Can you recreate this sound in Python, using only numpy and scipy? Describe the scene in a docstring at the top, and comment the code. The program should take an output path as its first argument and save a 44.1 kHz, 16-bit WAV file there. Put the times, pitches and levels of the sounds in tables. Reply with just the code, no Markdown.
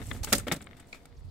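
"""A soft low knock and a rolling rumble come first, then a cluster of hard plastic knocks and a long die-away.
A folding plastic trolley is pulled over rough concrete: its loose panels are noise bursts plus ringing box modes,
its handle and catch are decaying modes, its landing wheels are short low sine thuds, its locking pin a bright burst.
Grit is short bright noise bursts; rolling is flickering noise shaped into rumble and scrape, with a faint rattle.
Behind it are filtered noise for wind and street, and sine tones for distant hums and chirps."""
import sys
import numpy as np
from scipy import signal
from scipy.fft import rfft, irfft
from scipy.io import wavfile
from scipy.ndimage import uniform_filter1d

SR = 44100
rng = np.random.default_rng(int(sys.argv[2]) if len(sys.argv) > 2 else 0)


def file_out(sig):
    """Save sig as 16-bit WAV at sys.argv[1]."""
    # one column per channel
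    cols = np.atleast_2d(sig).T
    # limit, then scale
    lim = np.clip(cols, -1, 1)
    pcm = np.round(lim * 32767).astype(np.int16)
    wavfile.write(sys.argv[1], SR, pcm)


N = 57330
T = np.arange(N) / SR

# panel knocks: start_s, thump_db, clack_db, crack_db, decay_s, pan_db (left over right, crack only)
PANEL_KNOCKS = [(.001, -42.5, -51.5, -61, 0.0096, -13), (0.231, -57, -50.5, -38.5, 0.019, -3),
                (0.2452, -55, -44, -30.5, 0.0023, 11), (.271, -42.5, -44, -57, 0.03, -6),
                (0.323, -25, -26, -35, 0.0018, -1), (0.3264, -31.5, -21.5, -13.5, 0.0063, -4),
                (.3315, -24, -21.5, -41, 0.0066, -16), (.349, -32, -49, -32.5, 0.0086, -12.5),
                (0.397, -56, -43.5, -52, 0.0073, -6), (0.4683, -34, -40.5, -49, 0.02, -2),
                (.481, -34, -33, -38, 0.0026, 0), (.515, -33.5, -37, -39.5, 0.021, 3),
                (0.52, -34.5, -31, -27, 0.0062, -3), (0.562, -42, -64, -45, 0.0054, -5),
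                (0.606, -51, -48, -76, 0.0069, 0), (.622, -49.5, -52, -50.5, 0.0049, -3),
                (0.766, -70, -60, -62.5, 0.022, 3), (0.7963, -83, -55, -59.5, 0.014, -3.5),
                (0.929, -50, -53, -63, 0.0074, 5), (0.944, -60.5, -53.5, -58, 0.022, 1),
                (1.0542, -53, -51, -51.5, 0.0028, -3)]
# spectrum of the edge crack: frequency_hz, level_db (per Hz)
CRACK_SPECTRUM = [(1800, -7.5), (3600, -2), (5000, 0.5), (6300, -1.5), (8000, 2.5), (10300, -5.5),
                  (12000, -1), (14000, -13.5), (15700, -8)]
KNOCK_ATTACK_S = 0.00078


def knocks():
    """Loose panels slap together: a thump of the box, a clack of the walls, a crack of the edges."""
    out = np.zeros((2, N))
    for start_s, thump_db, clack_db, crack_db, decay_s, pan_db in PANEL_KNOCKS:
        thump = slap(THUMP_SPECTRUM, decay_s, width=0.13, ring_db=-3.0)
        clack = slap(CLACK_SPECTRUM, decay_s, width=0.51, ring_db=-4.0)
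        crack = burst(CRACK_SPECTRUM, decay_s, width=0.93, attack_s=KNOCK_ATTACK_S)
        knock = thump * amp(thump_db) * pan(db=-0.5)
        knock = knock + clack * amp(clack_db) * pan(db=5.0)
        knock = knock + crack * amp(crack_db) * pan(pan_db)
        add(out, start_s, knock)
    return out


# spectra of the box thump and the wall clack: frequency_hz, level_db (per Hz)
THUMP_SPECTRUM = [(50, -21.5), (110, -8.5), (170, -6), (300, -3.5), (520, -9), (850, -16), (2000, -52)]
CLACK_SPECTRUM = [(300, -15), (620, 1.5), (850, -0.5), (1000, -6), (1280, 4), (2200, 0), (2700, -5),
                  (3600, -2), (5000, -20.5), (10000, -56.5)]
# resonances of the plastic crate: pitch_hz, level_db, t60_s
CRATE_MODES = [(165, -15.5, 0.38), (209.5, -5.5, 0.54), (268.7, 2.5, 0.1044), (382.6, -10, 0.2),
               (493, 3.5, 0.067), (571.8, 1, 0.12), (741, -1, 0.038), (1320, -3.5, 0.018),
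               (2073, -9, 0.049), (2245, 3, 0.059), (2614, 0, 0.068)]


def slap(spectrum, decay_s, width, ring_db):
    """One band of a knock: chattering contacts plus box modes, slightly retuned each time."""
    chatter = burst(spectrum, decay_s, width, KNOCK_ATTACK_S)
    ratio = 1 + 0.011 * rng.standard_normal()
    tone = unit(colour(ring(CRATE_MODES, ratio), spectrum)) * np.std(chatter)
    return (chatter + amp(ring_db) * tone) / np.hypot(1, amp(ring_db))


# resonances of the plastic catch: pitch_hz, level_db, t60_s
CATCH_MODES = [(850, -1, .07), (1523, -9, .04), (4300, -1, .025), (6100, 1, .012)]
CATCH_START_S, CATCH_PEAK_DB = .2364, -26  # peak before panning


def catch():
    """A catch of the crate snaps home: a hollow knock under a short bright ring of decaying modes."""
    out = np.zeros((2, N))
    tone = ring(CATCH_MODES)
    add(out, CATCH_START_S, tone / np.abs(tone).max() * amp(CATCH_PEAK_DB) * pan(db=-3.5))
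    return out


# wheels landing after a bump: start_s, level_db (doubled in gain below), pitch_hz
WHEEL_LANDINGS = [(.331, -25.5, 209.4), (0.516, -24, 164), (0.56, -38.5, 163)]
THUD_RISE_S, THUD_DECAY_S = 0.0056, 0.011


def landings():
    """A wheel drops on the concrete and the box bounces on its axle: a short, low sine thud."""
    out = np.zeros((2, N))
    t = T[None, :N // 4]
    envelope = (1 - np.exp(-t / THUD_RISE_S)) * np.exp(-t / THUD_DECAY_S)
    for start_s, level_db, pitch_hz in WHEEL_LANDINGS:
        add(out, start_s, 2 * amp(level_db) * envelope * np.sin(2 * np.pi * pitch_hz * t))
    return out


# handle hits: start_s, ring_db (doubled in gain below), chatter_db, pitch_ratio, pan_db (left over right)
HANDLE_CLACKS = [(.113, -33.5, -35.5, 0.96, 4.5), (.482, -38, -38, 0.887, 9.5),
                 (0.5144, -25, -34, 1.03, 7.5), (0.6696, -47.5, -46, 1.03, 7.5),
                 (0.7308, -54, -54, 0.96, 5.5)]
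# resonances of the handle tubes: pitch_hz, level_db, t60_s
HANDLE_MODES = [(863, -4.5, 0.018), (1305, -2, 0.025), (1490, -1, 0.024), (1871, 5.5, 0.016),
                (2090, 4.5, 0.02), (2885, -3, 0.0073), (3540, 0, 0.022)]


def handle():
    """The telescopic tubes hit their sleeves: ringing modes mixed with a short contact chatter."""
    out = np.zeros((2, N))
    attack = 1 - np.exp(-T[:N // 4] / KNOCK_ATTACK_S)
    for start_s, ring_db, chatter_db, pitch_ratio, pan_db in HANDLE_CLACKS:
        tone = ring(HANDLE_MODES, pitch_ratio) * attack
        tone = 2 * amp(ring_db) * tone / np.abs(tone).max()
        contact = amp(chatter_db) * burst(CLACK_SPECTRUM, decay_s=0.0032, width=0.594, attack_s=0.00052)
        add(out, start_s, (tone + contact) * pan(pan_db))
    return out


# locking pin hits: start_s, level_db, decay_s
PIN_HITS = [(.9272, -35, 0.0028), (.939, -53.5, 0.022)]
# spectrum of the pin: frequency_hz, level_db (per Hz)
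PIN_SPECTRUM = [(1950, -27.5), (2200, 1), (2550, 1), (2750, -21.5), (4700, -14), (5900, -25.5),
                (7200, -16.5), (9500, -42)]


def pin():
    """The locking pin of the handle clicks and rattles in its hole: narrow, bright noise bursts."""
    out = np.zeros((2, N))
    for start_s, level_db, decay_s in PIN_HITS:
        add(out, start_s, burst(PIN_SPECTRUM, decay_s, width=0.66, attack_s=0.00039) * amp(level_db))
    return out * pan(db=3.0)


# grit ticks under the wheels: start_s, level_db
GRIT_TICKS = [(0.068, -39.5), (0.092, -49), (0.132, -39.5), (0.2446, -29), (0.287, -37.5), (0.382, -22.5),
              (0.397, -35.5), (0.542, -32), (.617, -42), (0.642, -46.5), (.664, -52), (0.8, -45.5),
              (0.871, -57)]
# spectrum of a tick: frequency_hz, level_db (per Hz)
TICK_SPECTRUM = [(2500, -38.5), (6000, -27), (7300, 9), (8100, 12), (9300, 3), (12000, -39.5), (16000, 1.5)]
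TICK_DECAY_S, TICK_WIDTH, TICK_PAN_DB = 0.0014, 0.92, 3


def grit():
    """Single grains snap under the hard wheels: very short, bright noise bursts."""
    out = np.zeros((2, N))
    for start_s, level_db in GRIT_TICKS:
        add(out, start_s, burst(TICK_SPECTRUM, TICK_DECAY_S, TICK_WIDTH, attack_s=0.0004) * amp(level_db))
    return out * pan(TICK_PAN_DB)


# rolling levels: time_s, rumble_db (crate), scrape_db (wheels)
ROLLING = [(0, -42.5, -55.5), (.07, -52.5, -52), (.1, -42.5, -49), (.165, -44.5, -55), (.21, -52.5, -63.5),
           (.26, -55, -58), (.31, -57.5, -43), (.385, -39.5, -32.5), (.43, -51.5, -68), (.465, -51, -86),
           (.55, -41.5, -73), (.6, -59.5, -69), (.7, -53, -73.5), (.8, -56, -77), (.9, -59, -68),
           (1.1, -61.5, -76), (1.3, -67, -78.5)]
# spectra of the crate rumble and the wheel scrape: frequency_hz, level_db (per Hz)
RUMBLE_SPECTRUM = [(40, -9), (90, 0), (170, -4.5), (260, -4), (400, -12), (800, -17.5), (1100, -25.5),
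                   (1800, -23), (3500, -30.5), (7000, -47)]
SCRAPE_SPECTRUM = [(800, -13.5), (2500, -3.5), (5000, -3.5), (8000, 2), (10500, -3.5), (12000, -3.5),
                   (16000, -11)]
RUMBLE_ROUGH_DB = 6.5  # flicker depth at the strongest shaking
SCRAPE_ROUGH_DB, SCRAPE_PAN_DB = 2, 2


def wheels():
    """Rough concrete shakes the crate, more evenly when it rolls gently, while treads scrape over sand."""
    shake = curve(ROLLING, column=1)
    bumps = noise(width=0.11) * flicker(120, RUMBLE_ROUGH_DB * np.sqrt(shake / shake.max()))
    rumble = even(colour(bumps, RUMBLE_SPECTRUM)) * shake
    rumble = body(rumble, CRATE_MODES, db=-12.5)
    sand = noise(width=0.95) * flicker(700, SCRAPE_ROUGH_DB) * flicker(64, db=3.5)
    scrape = unit(colour(sand, SCRAPE_SPECTRUM)) * curve(ROLLING, column=2)
    return rumble + scrape * pan(SCRAPE_PAN_DB)


GRAINS_PER_S, GRAIN_SCATTER_DB = 230, 4.5  # average rate; scale of the random extra level
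GRAIN_DB = -14.5  # relative to the rumble curve


def jiggle():
    """Small pits in the concrete rattle the handle faintly: random clicks excite its modes."""
    hits = rng.random(N) < GRAINS_PER_S / SR
    strength = amp(GRAIN_SCATTER_DB * np.minimum(rng.exponential(size=N), 3))
    rattle = through(hits * strength * noise(width=1.0), ring(HANDLE_MODES))
    return unit(rattle) * curve(ROLLING, column=1) * amp(GRAIN_DB) * pan(db=12.5)


ECHO_DB, ECHO_T60_S = -25, 0.35


def pavement(x):
    """Faint scattered reflections from ground and street: convolution with a decaying noise tail."""
    tail = noise(width=0.15, size=N // 3) * np.exp(-np.log(1000) * T[:N // 3] / ECHO_T60_S)
    tail = tail / np.sqrt(np.sum(tail ** 2) / 2)
    return x + amp(ECHO_DB) * through(x, tail)


# wind level on the microphone: time_s, level_db
WIND_GUSTS = [(0, -47), (.09, -38), (.19, -44), (.222, -32.5), (.26, -45.5), (.38, -38.5), (.5, -50),
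              (.56, -63), (.62, -52), (.75, -69.5), (1.08, -60.5), (1.17, -50), (1.3, -41)]
# spectra of the wind and the street: frequency_hz, level_db (per Hz)
WIND_SPECTRUM = [(18, -22), (35, 0), (60, 0.5), (100, -2.5), (190, -23.5), (500, -42), (1500, -81.5)]
STREET_SPECTRUM = [(20, 4.5), (60, 5), (120, -18.5), (205, -14), (380, -10.5), (900, -14), (2000, -28.5),
                   (4600, -24.5), (10000, -47.5)]
WIND_PAN_DB, STREET_DB = -5, -59


def air():
    """Light wind buffets the microphone over a street wash: low gusting noise and a level noise bed."""
    wind = even(colour(noise(width=0.53), WIND_SPECTRUM)) * curve(WIND_GUSTS) * pan(WIND_PAN_DB)
    street = even(colour(noise(width=0.95), STREET_SPECTRUM)) * amp(STREET_DB)
    return wind + street


# hums of distant traffic: pitch_hz, level_db (at the loudest), loudest_s, half_length_s (to 1/e)
TRAFFIC_HUMS = [(474, -68, 1.09, .13), (689, -69, .8, .3)]
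# faint far chirps: loudest_s, level_db (at the loudest), pitch_hz (centre of a random wobble)
FAR_CHIRPS = [(1.174, -68, 5420), (1.229, -76.5, 4800), (1.295, -70, 4430)]
CHIRP_HALF_S = 0.0096


def distance():
    """Steady-pitched traffic hums swell and fade, with a few thin chirps of wavering pitch."""
    out = np.zeros(N)
    for pitch_hz, level_db, loudest_s, half_s in TRAFFIC_HUMS:
        out += amp(level_db) * swell(loudest_s, half_s) * sine(pitch_hz)
    for loudest_s, level_db, pitch_hz in FAR_CHIRPS:
        wavering_hz = pitch_hz * flicker(590, db=1.5)
        out += amp(level_db) * swell(loudest_s, CHIRP_HALF_S) * sine(wavering_hz)
    return out


def sine(hz):
    """Sine of rms 1 whose phase accumulates a fixed or moving pitch."""
    return np.sqrt(2) * np.sin(2 * np.pi * np.cumsum(hz * np.ones(N)) / SR)


def swell(loudest_s, half_s):
    """Bell-shaped rise and fall in gain."""
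    return np.exp(-((T - loudest_s) / half_s) ** 2)


def burst(spectrum, decay_s, width, attack_s):
    """A dying flurry of tiny contacts: enveloped, flickering noise with a given spectrum."""
    t = T[:N // 4]
    envelope = (1 - np.exp(-t / attack_s)) ** 2 * np.exp(-t / decay_s)
    contacts = noise(width, size=len(t)) * envelope * flicker(900, db=2.5, size=len(t))
    # scale energy with decay, so short and long bursts start about equally loud
    return unit(colour(contacts, spectrum)) * np.sqrt(decay_s / t[-1])


def ring(modes, ratio=1):
    """Impulse response of decaying modes, with unit energy; level_db is each mode's share."""
    t = T[:N // 4]
    response = np.zeros(len(t))
    for pitch_hz, level_db, t60_s in modes:
        decay = np.exp(-np.log(1000) * t / t60_s)
        response += amp(level_db) / np.sqrt(t60_s) * np.sin(2 * np.pi * pitch_hz * ratio * t) * decay
    return response / np.sqrt(np.sum(response ** 2))


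def body(x, modes, db):
    """A plastic part passes a sound on and rings with it, at db relative to the direct sound."""
    rung = unit(through(x, ring(modes))) * np.sqrt(np.mean(x ** 2))
    return (x + amp(db) * rung) / np.hypot(1, amp(db))


def through(x, response):
    """Play a stereo sound through an impulse response."""
    return signal.fftconvolve(x, np.atleast_2d(response), axes=1)[:, :x.shape[1]]


def noise(width, size=N):
    """Stereo noise of rms 1; width is side over mid."""
    mid, side = rng.standard_normal((2, size))
    return unit(mid + width * side * np.array([[1], [-1]]))


def colour(x, spectrum):
    """Causal minimum-phase filter through (frequency_hz, level_db) points."""
    hz, db = np.array(spectrum).T
    size = 2 * x.shape[-1]
    log_hz = np.log(np.fft.rfftfreq(size, 1 / SR) + 1)
    log_gain = np.log(amp(np.interp(log_hz, np.log(hz), db)))
    cepstrum = irfft(log_gain)[:size // 2]
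    cepstrum[1:] *= 2  # fold into positive time to make the filter causal
    return irfft(rfft(x, size) * np.exp(rfft(cepstrum, size)))[..., :size // 2]


def flicker(rate, db, size=N):
    """Random gain gliding to a new value rate times a second; db is the spread of those values."""
    steps = rng.standard_normal(size)
    return amp(db * np.interp(T[:size] * rate, np.arange(size), steps))


def even(x):
    """Hold a noise near rms 1 from moment to moment, over an 82 ms window."""
    return x / np.sqrt(uniform_filter1d(np.mean(x ** 2, axis=0), int(0.082 * SR)))


def curve(rows, column=1):
    """Gain along a table of times and levels, straight in decibels between points."""
    rows = np.array(rows)
    return amp(np.interp(T, rows[:, 0], rows[:, column]))


def amp(db):
    """Decibels to gain."""
    return 10 ** (np.asarray(db) / 20)


def unit(x):
    """Scale to rms 1."""
    return x / np.sqrt(np.mean(x ** 2))


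def pan(db):
    """Left and right gains for a level difference; positive leans left."""
    return amp(np.array([[db], [-db]]) / 2)


def add(out, start_s, x):
    """Mix a sound in at a given time."""
    i = max(int(start_s * SR), 0)
    out[:, i:i + x.shape[1]] += x[:, :N - i]


def scene():
    """The trolley on the pavement, in light wind over a quiet street."""
    panels = knocks() + catch() + landings()
    handle_parts = handle() + pin() + jiggle()
    rolling = grit() + wheels()
    return pavement(panels + handle_parts + rolling) + air() + distance()


HEADROOM, TOP_HZ = 0.39, 15700  # soft ceiling in amplitude; top of the passband


def record(dry):
    """The recorder rounds the loudest peaks with a tanh curve and cuts the top with a steep low-pass."""
    rounded = HEADROOM * np.tanh(dry / HEADROOM)
    low_pass = signal.ellip(10, .2, 80, TOP_HZ, fs=SR, output="sos")  # 0.2 dB ripple, 80 dB stopband
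    return signal.sosfilt(low_pass, rounded)


dry = scene()
out = record(dry)
file_out(out)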